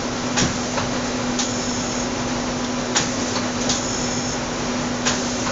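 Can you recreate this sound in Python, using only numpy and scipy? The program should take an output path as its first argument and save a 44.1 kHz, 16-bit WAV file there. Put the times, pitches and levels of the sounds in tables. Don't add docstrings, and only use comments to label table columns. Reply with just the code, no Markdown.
import sys
import numpy as np
from scipy import signal
from scipy.fft import rfft, irfft, next_fast_len
from scipy.io import wavfile

SR = 44100
rng = np.random.default_rng(int(sys.argv[2]) if len(sys.argv) > 2 else 0)


def pcm_store(signal):
    levels = np.round(np.clip(np.atleast_2d(signal), -1, 1) * 32767)
    wavfile.write(sys.argv[1], SR, levels.astype(np.int16).T)


N = 242991
T = np.arange(N) / SR

# [start t/s, length/s, whirr level/dB]
SWINGS = [(0.876, 0.49, -33.5), (3.356, .2, -34)]


def amp(db):
    return 10 ** (np.asarray(db) / 20)


def unit(x):
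    return x / np.sqrt(np.mean(x ** 2) + 1e-20)


def coloured(x, colour):
    points_hz, points_db = np.transpose(colour)
    f_hz = np.fft.rfftfreq(len(x), 1 / SR)
    gain_db = np.interp(np.log(f_hz + 1), np.log(points_hz), points_db)
    return unit(irfft(rfft(x) * amp(gain_db), len(x)))


def noise(colour):
    return coloured(rng.standard_normal(next_fast_len(N)), colour)[:N]


def band(hz, width_hz, size=next_fast_len(N)):
    f_hz = np.fft.fftfreq(size, 1 / SR)
    real, imag = rng.standard_normal((2, size))
    skirt = (1 + (f_hz / (0.73 * width_hz)) ** 2) ** 2
    flutter = np.fft.ifft((real + 1j * imag) / skirt)[:N]
    turns = np.cumsum(hz * np.ones(len(flutter))) / SR
    return unit((flutter * np.exp(2j * np.pi * turns)).real)


def wander(rate_hz):
    knots_s = np.arange(0, T[-1] + 1, 1 / rate_hz)
    return unit(np.interp(T, knots_s, rng.standard_normal(len(knots_s))))


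def add(mix, start_s, sound):
    part = mix[max(round(start_s * SR), 0):][:len(sound)]
    part += sound[:len(part)]


def stroke(start_s, length_s, rise_s, t60_s):
    rise = np.clip((T - start_s) / rise_s, 0, 1)
    return rise * amp(-60 * np.maximum(T - start_s - length_s, 0) / t60_s)


def swing_gain(start_s, length_s):
    return stroke(start_s, length_s, rise_s=0.088, t60_s=0.35)


def hum(pump_waver=0.1, tone_waver=0.39, drift=0.000716):
    # [f/Hz, level/dB]
    motor_tones = [(50.6, -44), (101.1, -44.5), (109.5, -47), (120.0, -43), (276.5, -43), (505.9, -43.5),
                   (552.9, -43), (803.8, -46), (829.6, -49.5), (987.8, -50.5), (994.6, -47),
                   (1079.3, -53.5), (1193.3, -61), (1339.8, -48.5), (1470.9, -52), (1935.5, -50.5),
                   (2375.1, -50.5), (2760.0, -53.5), (3977.5, -51.5)]
    pump_hz, pump_db, load_db = 245.1, -29.5, 2

    def tone(hz, db, waver):
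        turns = np.cumsum(hz * (1 + drift * wander(2))) / SR + rng.random()
        return amp(db) * unit((1 + waver * wander(10)) * np.sin(2 * np.pi * turns))

    load = sum(swing_gain(start_s, length_s) for start_s, length_s, _ in SWINGS)
    pump = tone(pump_hz, pump_db + load_db * load, pump_waver)
    return pump + sum(tone(hz, db, tone_waver) for hz, db in motor_tones)


def fans(flutter_db=0.65):
    # [f/Hz, relative level per Hz/dB]
    rush_colour = [(12, -18.5), (32, -8.5), (65, -11), (100, -9.5), (150, -6.5), (215, -6), (255, 1.5),
                   (300, -7), (550, -5.5), (700, -7.5), (1400, -12), (2700, -18.5), (4800, -19),
                   (5900, -16), (6700, -16.5), (7300, -27.5)]
    # [f/Hz, width/Hz, level/dB]
    drone_bands = [(146.1, 16, -42.5), (198.6, 16, -49.5), (332.5, 16, -43.5), (377.4, 22, -41.5),
                   (535, 9.4, -43), (599, 22, -45.5), (3750, 18, -56.5), (5350, 14, -52), (5650, 30, -51),
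                   (6164, 14, -50.5), (6500, 20, -53.5), (6570, 40, -55.5), (7000, 70, -49.5)]
    rush_db = -26.5
    drones = sum(amp(db) * band(hz, width_hz) for hz, width_hz, db in drone_bands)
    return amp(flutter_db * wander(20)) * (amp(rush_db) * noise(rush_colour) + drones)


def blow(start_s, db, colour, rise_s, t60_s, grain_db, ring_db, hold_s=0, rattle_db=0.94):
    # [f/Hz, relative level/dB, t60/s]
    steel_modes = [(835, 0, .3), (1040, -2, .3), (1530, -4, .22), (1790, -3, .22), (2520, -3, .18),
                   (3230, -7, .18), (3757, -2, .18), (5960, -1, .15), (6750, 2, .15)]
    out, t = np.zeros(N), np.arange(SR // 2) / SR
    sizes = amp(grain_db * np.minimum(rng.exponential(1, len(t)), 4))
    clatter = coloured(sizes * rng.standard_normal(len(t)), colour)
    ring = np.zeros(len(t))
    for hz, mode_db, mode_t60_s in steel_modes:
        ring += amp(mode_db - 60 * t / mode_t60_s) * np.sin(2 * np.pi * (hz * t + rng.random()))
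    swell = np.minimum(t / max(rise_s, 1e-4), 1)
    fade = amp(-60 * np.maximum(t - rise_s - hold_s, 0) / t60_s)
    rattle = amp(rattle_db * wander(250)[:len(t)])
    add(out, start_s, amp(db) * swell * rattle * (clatter * fade + amp(ring_db) * ring))
    return out


def unclamp(start_s, spit_db, clunk_db, thud_db, hiss_db, knock_db, stop_thud_db):
    # [f/Hz, relative level per Hz/dB]
    clunk_colour = [(150, -15), (400, -1.5), (620, -6.5), (860, -5), (1250, -5), (1680, 0), (2100, -8),
                    (2600, -6), (3400, -9.5), (5000, -9), (7000, -14)]
    # [f/Hz, relative level per Hz/dB]
    release_colour = [(800, -28), (2000, -18), (3400, 1), (4800, -4.5), (5650, 4), (6300, 3.5), (6800, 7),
                      (7100, 1.5), (7500, -14.5)]
    # [f/Hz, relative level per Hz/dB]
    hiss_colour = [(1500, -11.5), (3000, -12.5), (4700, -5.5), (5400, -3.5), (6200, 0.5), (6800, 0),
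                   (7400, -10)]
    # [f/Hz, relative level per Hz/dB]
    knock_colour = [(150, -8), (400, -0.5), (560, 5), (750, -1.5), (1050, 4.5), (1480, 0), (2000, -6.5),
                    (3500, -13), (4150, -7), (5100, -14.5), (6200, -12), (7400, -30)]
    clunk_lead_s, travel_s = 0.012, 0.389
    stop_s = start_s + travel_s
    clunk = blow(start_s - clunk_lead_s, clunk_db, clunk_colour, rise_s=0.008, t60_s=0.49,
                 grain_db=3.0, ring_db=-9, hold_s=0.005)
    spit = blow(start_s, spit_db, release_colour, rise_s=0.0079, t60_s=0.2,
                grain_db=2.6, ring_db=-16, hold_s=0.002)
    flow = amp(hiss_db) * stroke(start_s, travel_s, rise_s=0.055, t60_s=0.4)
    hiss = flow * sputter(noise(hiss_colour))
    knock = blow(stop_s, knock_db, knock_colour, rise_s=0.011, t60_s=0.41, grain_db=2.0, ring_db=-25)
    thuds = thud(start_s, thud_db) + thud(stop_s, stop_thud_db)
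    return clunk + spit + chirp(start_s, spit_db) + hiss + knock + thuds


def sputter(x, depth_db=0.85):
    return x * amp(depth_db * wander(80))


def squeak(start_s, hz, width_hz, db, t60_s, rise_s=0.002):
    out, t = np.zeros(N), np.arange(SR // 2) / SR
    gain = np.minimum(t / rise_s, 1) * amp(db - 60 * t / t60_s)
    add(out, start_s, gain * band(hz, width_hz, size=len(t)))
    return out


def chirps_and_squeaks():
    # [t/s, f/Hz, width/Hz, level/dB, t60/s]
    squeak_events = [(.385, 5570, 650, -20, 0.15), (.409, 5740, 550, -23.5, 0.26),
                     (1.112, 4030, 400, -36, .2), (2.643, 3400, 500, -31.5, .1),
                     (3.354, 4310, 900, -27, 0.21)]
    return sum(squeak(*row) for row in squeak_events)


def chirp(spit_s, spit_db):
    lag_s, relative_db = 0.0097, -10.5
    return squeak(spit_s + lag_s, hz=6700, width_hz=300, db=spit_db + relative_db, t60_s=0.12)


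def thud(jolt_s, db):
    # [f/Hz, relative level per Hz/dB]
    thud_colour = [(40, -16), (80, -2), (130, -1.5), (210, 1), (380, -8), (700, -31.5)]
    lurch_s = 0.025
    return blow(jolt_s + lurch_s, db, thud_colour, rise_s=0.02, t60_s=0.55, grain_db=1.2, ring_db=-30.0)


def servo():
    # [f/Hz, relative level per Hz/dB]
    whirr_colour = [(60, -6.5), (150, -12.5), (350, -5), (540, 8), (750, -5), (1400, 0), (3000, -11.5)]
    gain = sum(amp(db) * swing_gain(start_s, length_s) for start_s, length_s, db in SWINGS)
    return noise(whirr_colour) * gain


def bright_bursts():
    # [t/s, level/dB, rise/s, t60/s]
    burst_events = [(1.099, -36, .003, 0.26), (2.642, -27, 0.0009, .07), (3.35, -26, .006, .17),
                    (3.605, -26.5, .008, 0.51)]
    # [f/Hz, relative level per Hz/dB]
    burst_colour = [(1500, -8), (3300, -0.5), (4300, -2.5), (5200, 2.5), (6400, 7), (7400, -6.5)]
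    return sum(blow(start_s, db, burst_colour, rise_s, t60_s, grain_db=2.5, ring_db=-26)
               for start_s, db, rise_s, t60_s in burst_events)


def clamp(start_s, spit_db, song_db, build_s=0.21):
    # [f/Hz, relative level per Hz/dB]
    snap_colour = [(2000, -26), (3300, -2), (4600, 6), (5600, -2), (7400, -6)]
    # [f/Hz, relative level per Hz/dB]
    clamp_colour = [(300, -14), (1200, -4), (2600, -8.5), (3500, 3), (4800, -1), (5600, 3), (6300, 5),
                    (6800, 7), (7400, -10.5)]
    # [f/Hz, width/Hz, glide/(Hz/s), initial level/dB, level at full pressure/dB]
    valve_bands = [(3380, 440, -0.5, -11, -16), (5300, 260, 100, -17, -6.5), (5500, 600, -0.5, -15, -12.5),
                   (6300, 520, 0, -11, -9), (6820, 330, -300, -7.5, -3), (7180, 300, -0.5, -16, -16)]
    snap_db, length_s = -23.5, 0.65
    sag_db_per_s = -4.5
    snap = blow(start_s, snap_db, snap_colour, rise_s=0.0008, t60_s=0.15,
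                grain_db=1.6, ring_db=-26, hold_s=0.003)
    spit = blow(start_s, spit_db, clamp_colour, rise_s=0.0016, t60_s=0.36,
                grain_db=1.4, ring_db=-15.5, hold_s=0.0083)
    since_s = np.clip(T - start_s, 0, length_s)
    pressure = np.minimum(since_s / build_s, 1)
    song = np.zeros(N)
    for hz, width_hz, glide_hz_per_s, first_db, later_db in valve_bands:
        level_db = first_db + (later_db - first_db) * pressure
        song += amp(level_db) * band(hz + glide_hz_per_s * since_s, width_hz)
    flow = amp(song_db + sag_db_per_s * since_s) * stroke(start_s, length_s, rise_s=0.06, t60_s=0.18)
    return snap + spit + chirp(start_s, spit_db) + flow * sputter(song)


def turret():
    # [t/s, valve spit/dB, clunk/dB, disc thud/dB, oil hiss/dB, stop knock/dB, stop thud/dB]
    unclamp_events = [(.377, -16.5, -18.5, -20.5, -32.5, -21, -27),
                      (2.961, -17, -18, -29.5, -31, -24.5, -33),
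                      (5.066, -17.5, -19.3, -32, -29.5, -21.5, -41)]
    # [t/s, valve spit level/dB, oil song level/dB]
    clamp_events = [(1.388, -20.5, -30), (3.692, -18, -28.5)]
    unclamping = sum(unclamp(*row) for row in unclamp_events)
    clamping = sum(clamp(*row) for row in clamp_events)
    return unclamping + chirps_and_squeaks() + servo() + bright_bursts() + clamping


def scene():
    mono = hum() + fans() + turret()
    return np.array([mono, mono])


def record(dry):
    edge_hz = 7520
    low_pass = signal.firwin(601, edge_hz, window=("kaiser", 9), fs=SR)
    return signal.oaconvolve(dry, low_pass[None], "same")


dry = scene()
out = record(dry)
pcm_store(out)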